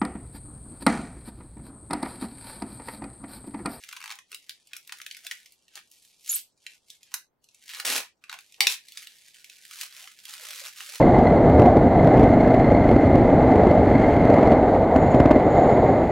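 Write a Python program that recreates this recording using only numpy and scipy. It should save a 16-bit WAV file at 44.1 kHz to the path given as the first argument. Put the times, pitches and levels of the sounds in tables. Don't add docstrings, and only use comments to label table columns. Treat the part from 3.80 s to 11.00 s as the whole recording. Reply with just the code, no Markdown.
import sys
import numpy as np
from scipy import signal
from scipy.fft import rfft, irfft, next_fast_len
from scipy.io import wavfile
from scipy.ndimage import uniform_filter1d, minimum_filter1d

SR = 44100
rng = np.random.default_rng(int(sys.argv[2]) if len(sys.argv) > 2 else 0)


def write(x):
    x = np.atleast_2d(x).T
    wavfile.write(sys.argv[1], SR, np.round(np.clip(x, -1, 1) * 32767).astype(np.int16))


N = 317520

# f/Hz, relative density/dB
FAN_SPECTRUM = [(25, -12), (180, -7), (480, -9.5), (900, -13), (1500, -20), (3000, -31), (8000, -42),
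                (16000, -31)]
FAN_RMS_DB = -59.5


def amp(db):
    return 10 ** (np.asarray(db) / 20)


def unit_rms(x):
    return x / np.sqrt(np.mean(x ** 2) + 1e-20)


def log_interp(points, hz):
    f, values = np.transpose(points)
    return np.interp(np.log(hz + 1), np.log(f + 1), values)


def filtered(x, response):
    size = next_fast_len(x.shape[-1] + 8192)
    f = np.fft.rfftfreq(size, 1 / SR)
    return irfft(rfft(x, size) * response(f), size)[..., :x.shape[-1]]


def resonance(f, hz, width_hz):
    return 1j * f * width_hz / (hz * hz - f * f + 1j * f * width_hz)


def tilted(x, db_per_oct):
    low = lambda f, edge_hz: 1 / (1 + 1j * f / edge_hz) ** 2
    high = lambda f, edge_hz: (1j * f / edge_hz / (1 + 1j * f / edge_hz)) ** 3
    bands = lambda f: np.array([low(f, 1623), high(f, 676) * low(f, 9250), high(f, 2773)])
    octaves = np.array([[-2], [0], [2]])
    return filtered(x * amp(db_per_oct * octaves), bands).sum(0)


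def diffuse(noise):
    # f/Hz, left-right coherence
    coherence = [(60, 0.58), (3000, 0.24), (7000, 0.11), (15000, .05)]
    angle = lambda f: np.arccos(np.clip(log_interp(coherence, f), -1, 1)) / 2
    mid, side = filtered(noise, lambda f: np.array([np.cos(angle(f)), np.sin(angle(f))]))
    return np.array([mid + side, mid - side])


def fans():
    air = diffuse(rng.standard_normal((2, N)))
    return amp(FAN_RMS_DB) * unit_rms(filtered(air, lambda f: amp(log_interp(FAN_SPECTRUM, f))))


def room(x, tail_db=-6, block=8192):
    # delay/s, level/dB
    reflections = [(.0046, -11.5), (.0078, -16)]
    # f/Hz, t60/s
    decay = [(300, 0.3), (1500, 0.26), (4000, 0.21), (12000, 0.17)]
    out = np.zeros((2, N + block + SR))
    for delay_s, db in reflections:
        for channel, stretch in zip(out, (1, 1.04)):
            channel[round(delay_s * stretch * SR):][:N] += amp(db) * x
    for start in range(0, N, block):
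        f, t, spectra = signal.stft(rng.standard_normal((2, SR // 3)), SR, nperseg=256)
        spectra *= amp(-60 * t / log_interp(decay, f)[:, None])
        tail = diffuse(signal.istft(spectra, SR, nperseg=256)[1])
        tail /= np.linalg.norm(tail[0])
        wet = signal.fftconvolve(x[None, start:start + block], tail, axes=1)
        out[:, start + 200:][:, :wet.shape[1]] += amp(tail_db) * wet
    return out[:, :N]


def film(x, gain_db):
    # f/Hz, gain/dB
    radiation = [(88, -47.5), (150, -52.5), (244, -13), (941, 2.5), (1190, 2), (2600, 2.5), (5050, -2.5),
                 (11500, -10), (16000, -16.5)]
    # f/Hz, width/Hz, gain/dB
    rings = [(806, 8.2, 7.5), (2354, 29, -11.5)]
    ringing = lambda f: 1 + sum(amp(db) * resonance(f, hz, width_hz) for hz, width_hz, db in rings)
    return amp(gain_db) * filtered(x, lambda f: amp(log_interp(radiation, f)) * ringing(f))


def flexes(t60_s=0.082, attack_s=0.0023):
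    # t/s, level/dB, f/Hz
    pops = [(.518, -49.5, 418), (1.45, -52, 664), (4.804, -44.5, 384), (6.25, -54, 777), (6.485, -52, 852),
            (6.605, -45, 541), (6.629, -48, 536), (6.815, -44.5, 557), (6.85, -49, 553)]
    out, t = np.zeros(N + SR), np.arange(SR // 8) / SR
    for s, db, hz in pops:
        envelope = amp(db - 60 * t / t60_s) * (1 - np.exp(-t / attack_s))
        out[round(s * SR):][:len(t)] += envelope * np.sin(2 * np.pi * hz * t)
    return out[:N]


def handling(t, swell_db=32, fall_db_per_s=450, held_db_per_oct=1):
    # t at full pull/s, swell/s, hold/s, level/dB, tilt/(dB/oct)
    tugs = [(0.022, 0.089, 0.32, -63.5, -0.5), (0.526, 0.078, 0.025, -59, 1.5),
            (0.944, .2, 0.012, -58, -2.5), (1.977, 0.13, 0.0029, -50, -1), (2.137, 0.41, 0.17, -68, 4),
            (2.498, 0.14, 0.077, -51.5, 6), (2.937, 0.5, 0.011, -60, 0.5), (3.122, 0.18, 0.033, -61.5, 2),
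            (3.312, 0.23, 0.012, -57.5, -0.5), (4.002, 0.32, 0.0046, -44, 0.5),
            (4.05, 0.0026, 0.13, -30.5, 1), (4.537, 0.16, 0.013, -58.5, -5.5),
            (4.9, 0.077, 0.023, -41.5, 4), (5.196, .3, 0.042, -50.5, 1), (6.028, 0.29, 0.011, -43, 2),
            (6.191, 0.51, 0.055, -51, 0.5), (6.509, 0.13, 0.028, -45.5, 1.5),
            (6.64, 0.28, 0.24, -46.5, 1.3), (6.982, 0.13, .25, -47.5, 1.5)]
    # t/s, level/dB
    tension = [(0, -59), (.45, -76), (.62, -65.5), (.85, -70), (1.1, -65), (1.53, -57.5), (1.8, -74),
               (2.4, -69), (2.65, -86.5), (3.2, -75), (3.45, -94), (3.75, -74.5), (4.35, -79.5), (4.6, -64),
               (5, -71), (5.35, -60), (5.7, -60.5), (6.3, -58.5)]
    full_s, swell_s, hold_s, db, tilt = np.transpose(tugs)[:, :, None]
    drop_db = np.maximum(swell_db * (full_s - t) / swell_s, fall_db_per_s * (t - full_s - hold_s))
    tug_power = amp(db - drop_db.clip(0, 200)) ** 2
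    held_power = amp(np.interp(t, *np.transpose(tension))) ** 2
    power = tug_power.sum(0) + held_power
    mean_tilt = ((tug_power * tilt).sum(0) + held_power * held_db_per_oct) / power
    return 10 * np.log10(power), mean_tilt


def crinkle(flips_per_s=400, spread_db=5, cap_db=14, t60_s=0.011):
    t = np.arange(N) / SR
    db, tilt = [np.interp(t, t[::32], curve) for curve in handling(t[::32])]
    onsets = rng.random(N) < flips_per_s / SR
    flips = onsets * amp(np.minimum(spread_db * rng.exponential(size=N), cap_db))
    flip_power = signal.fftconvolve(flips ** 2, amp(-60 * t[:300] / t60_s) ** 2)[:N].clip(0)
    hiss = 0.9 * amp(0.17 * (db - db.max()))
    envelope = (unit_rms(np.sqrt(flip_power)) + hiss) / np.sqrt(1 + hiss ** 2)
    grains = envelope * rng.standard_normal(N)
    return film(tilted(grains * amp(db), tilt), gain_db=10)


def squeal(pitch_jitter=0.006, flutter_db=3.5):
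    # t/s, f/Hz, level/dB
    tones = [
        [(2.492, 7200, -28), (2.496, 6800, -15.5), (2.508, 7080, -29.5)],
        [(2.492, 14200, -41), (2.505, 13800, -35)],
        [(2.505, 10200, -37.5), (2.52, 11500, -22.5), (2.534, 10500, -34), (2.543, 10470, -24),
         (2.548, 7650, -19.5), (2.557, 9040, -29.5)],
        [(2.555, 12100, -23.5), (2.563, 13400, -26.5), (2.568, 15500, -40)],
    ]
    out = np.zeros(N)
    for tone in tones:
        s, hz, db = np.transpose(tone)
        span = np.arange(round(s[0] * SR), round(s[-1] * SR))
        waver, flutter = map(unit_rms, uniform_filter1d(rng.standard_normal((2, len(span))), size=40))
        pitch_hz = np.interp(span / SR, s, hz) * (1 + pitch_jitter * waver)
        level = amp(np.interp(span / SR, s, db) + flutter_db * flutter)
        fade = signal.windows.tukey(len(span), 0.15)
        out[span] += level * fade * np.sqrt(2) * np.sin(2 * np.pi * np.cumsum(pitch_hz) / SR)
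    return filtered(out, lambda f: 2 * (f / (f + 3000)) ** 4)


def creak_slips(gap_jitter=0.074, scatter_db=2.5, db_per_oct=0.5):
    # start/s, length/s, gap/s, level/dB, ring f/Hz
    creaks = [(0.2027, .028, .011, -31, 1040), (0.24, .04, 0.018, -28.5, 1090),
              (0.2933, .034, 0.0092, -29.5, 1060), (3.8907, .028, 0.0058, -31.5, 1880),
              (3.934, .027, .0058, -31, 1850), (4.5144, .035, 0.013, -30.5, 970)]
    rows = []
    for start_s, length_s, gap_s, db, hz in creaks:
        grid_s = np.arange(start_s, start_s + length_s, gap_s)
        lateness, strength = rng.standard_normal((2, 8))[:, :len(grid_s)]
        times_s = grid_s + gap_jitter * gap_s * lateness
        levels_db = db + scatter_db * strength
        rows += [(s, level_db, hz, db_per_oct) for s, level_db in zip(times_s, levels_db)]
    return rows


def snaps(ring_db=6, q=5, rise_s=0.0018, leak_db=-10, mode_ratios=(1, 1.5, 2.1)):
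    # t/s, level/dB, lowest patch mode f/Hz, tilt/(dB/oct)
    releases = [(0.036, -31.5, 2160, -0.5), (0.0441, -34.5, 2030, 9), (0.0884, -27, 1430, 2),
                (0.1116, -36.5, 2120, -2), (0.1261, -27, 1570, 3), (0.1292, -34, 1010, -1),
                (0.164, -29.5, 1670, 0.5), (0.1688, -33, 1050, -1.5), (0.354, -31.5, 1640, 7),
                (0.3873, -33, 1170, 0.5), (0.516, -26.5, 1290, 4), (0.5271, -34, 1270, -1),
                (0.5447, -20, 1280, 4.5), (0.6934, -22, 1720, 2), (0.706, -35.5, 1840, 1.5),
                (0.871, -35.5, 2040, 5), (0.9322, -27, 1660, 0), (0.9521, -35, 1680, 3.5),
                (0.9653, -20.5, 1380, 5), (1.074, -24, 1680, 9), (1.0932, -36, 1740, -3.5),
                (1.1217, -23, 1410, 0.5), (1.1851, -30.5, 1740, 6.5), (1.2, -38.5, 1340, -3.5),
                (1.215, -27.5, 1930, 2), (1.2632, -23.5, 1760, 3), (1.3105, -28, 2900, -3.5),
                (1.3225, -32, 1930, 6), (1.346, -34, 2400, -1.5), (1.3673, -27.5, 1490, 3.5),
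                (1.448, -32.5, 1810, 2.5), (1.4659, -20, 1680, 2), (1.5113, -20, 1870, 1.5),
                (1.519, -27, 980, 1.5), (1.6584, -35.5, 2000, 3), (1.7213, -33, 2350, 9),
                (1.8803, -43, 1860, 1), (1.954, -27.5, 4630, -0.5), (1.974, -35.5, 1210, 0),
                (2.1137, -30.5, 2740, 8.5), (2.8646, -26.5, 1820, 1), (3.1009, -29.5, 3630, 0),
                (3.23, -36.5, 3200, 1), (3.3398, -8, 960, 4.5), (3.641, -40, 2780, 5),
                (3.687, -43, 2780, 3.5), (3.745, -37, 2800, 4.5), (3.879, -29.5, 1880, 5),
                (3.9987, -16, 815, 3), (4.0523, -10, 806, 5), (4.4385, -38, 1160, -1),
                (4.4946, -28, 1790, -3.5), (4.5873, -31.5, 1290, 1.5), (4.6072, -35.5, 1910, 5),
                (4.7219, -37, 2500, 2.5), (4.742, -42, 2480, -2.5), (4.805, 1.5, 2220, 0.5),
                (4.8688, -2.5, 2540, -1.5), (5.0837, -32, 2040, 3), (5.12, -29.5, 2930, 3),
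                (5.1723, -23, 2170, 1.5), (5.1825, -29, 2030, 15), (5.27, -28.5, 1930, 2),
                (5.543, -39, 2070, 0), (5.643, -30.5, 2010, 2.5), (5.6968, -33, 2560, 0),
                (5.8505, -30, 2020, 3.5), (5.9097, -26.5, 1270, 3.5), (6.011, -15.5, 1900, 3.5),
                (6.2733, -35, 1420, -1.5), (6.4527, -24, 2170, 4.5), (7.004, -30.5, 1880, -3)]
    out, t = np.zeros(N + SR), np.arange(2048) / SR
    f = np.fft.rfftfreq(len(t), 1 / SR)
    envelope = (t / rise_s * np.exp(1 - t / rise_s)) ** 2
    lead_samples = 32
    for s, db, hz, tilt in releases + creak_slips():
        drum = 1 + amp(ring_db) * sum(resonance(f, hz * k, hz / q) / k for k in mode_ratios)
        highpass = (1j * f / (0.74 * hz + 1j * f)) ** 3
        leak = amp(leak_db + 0.57 * db)
        colour = drum * (leak + highpass) * amp(tilt * np.log2(f / 2500 + 0.22))
        burst = np.roll(rng.standard_normal(len(t)) * envelope, lead_samples)
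        snap = irfft(rfft(burst) * colour)
        snap *= np.linalg.norm(envelope) / np.linalg.norm(snap)
        out[round(s * SR) - lead_samples:][:len(t)] += amp(db) * snap
    return film(out[:N], gain_db=-1.5)


def scene(left_lead_s=1.5e-5):
    # t/s, left over right/dB
    hands = [(0, 0.3), (2.397, -0.5), (4.001, -0.4), (7.2, -1.7)]
    source = snaps() + flexes() + crinkle() + squeal()
    direct = filtered(source, lambda f: np.exp(1j * np.pi * f * np.array([[1], [-1]]) * left_lead_s))
    pan_db = np.interp(np.arange(N) / SR, *np.transpose(hands))
    return amp(np.array([pan_db, -pan_db]) / 2) * (direct + room(source)) + fans()


def record(dry, ceiling=0.8, margin_db=3.75, floor_db=-18, cutoff_hz=16000, frame=1024):
    headroom = minimum_filter1d(ceiling / np.maximum(abs(dry).max(0), ceiling), size=400)
    limited = dry * uniform_filter1d(headroom, size=200)
    framing = dict(fs=SR, nperseg=frame, noverlap=frame * 3 // 4)
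    hz, _, spectra = signal.stft(limited, **framing)
    fan_power = amp(log_interp(FAN_SPECTRUM, hz)) ** 2
    fan_power *= amp(FAN_RMS_DB + margin_db) ** 2 / fan_power.sum()
    power = uniform_filter1d(np.mean(abs(spectra) ** 2, 0), size=3, axis=0)
    power = uniform_filter1d(power, size=8, axis=1)
    gain = np.sqrt(np.clip(1 - fan_power[:, None] / (abs(power) + 1e-20), amp(floor_db) ** 2, 1))
    suppressed = signal.istft(spectra * gain, **framing)[1][:, :N]
    return filtered(suppressed, lambda f: np.clip((cutoff_hz + 150 - f) / 300, 0, 1) ** 2)


dry = scene()
out = record(dry)
write(out)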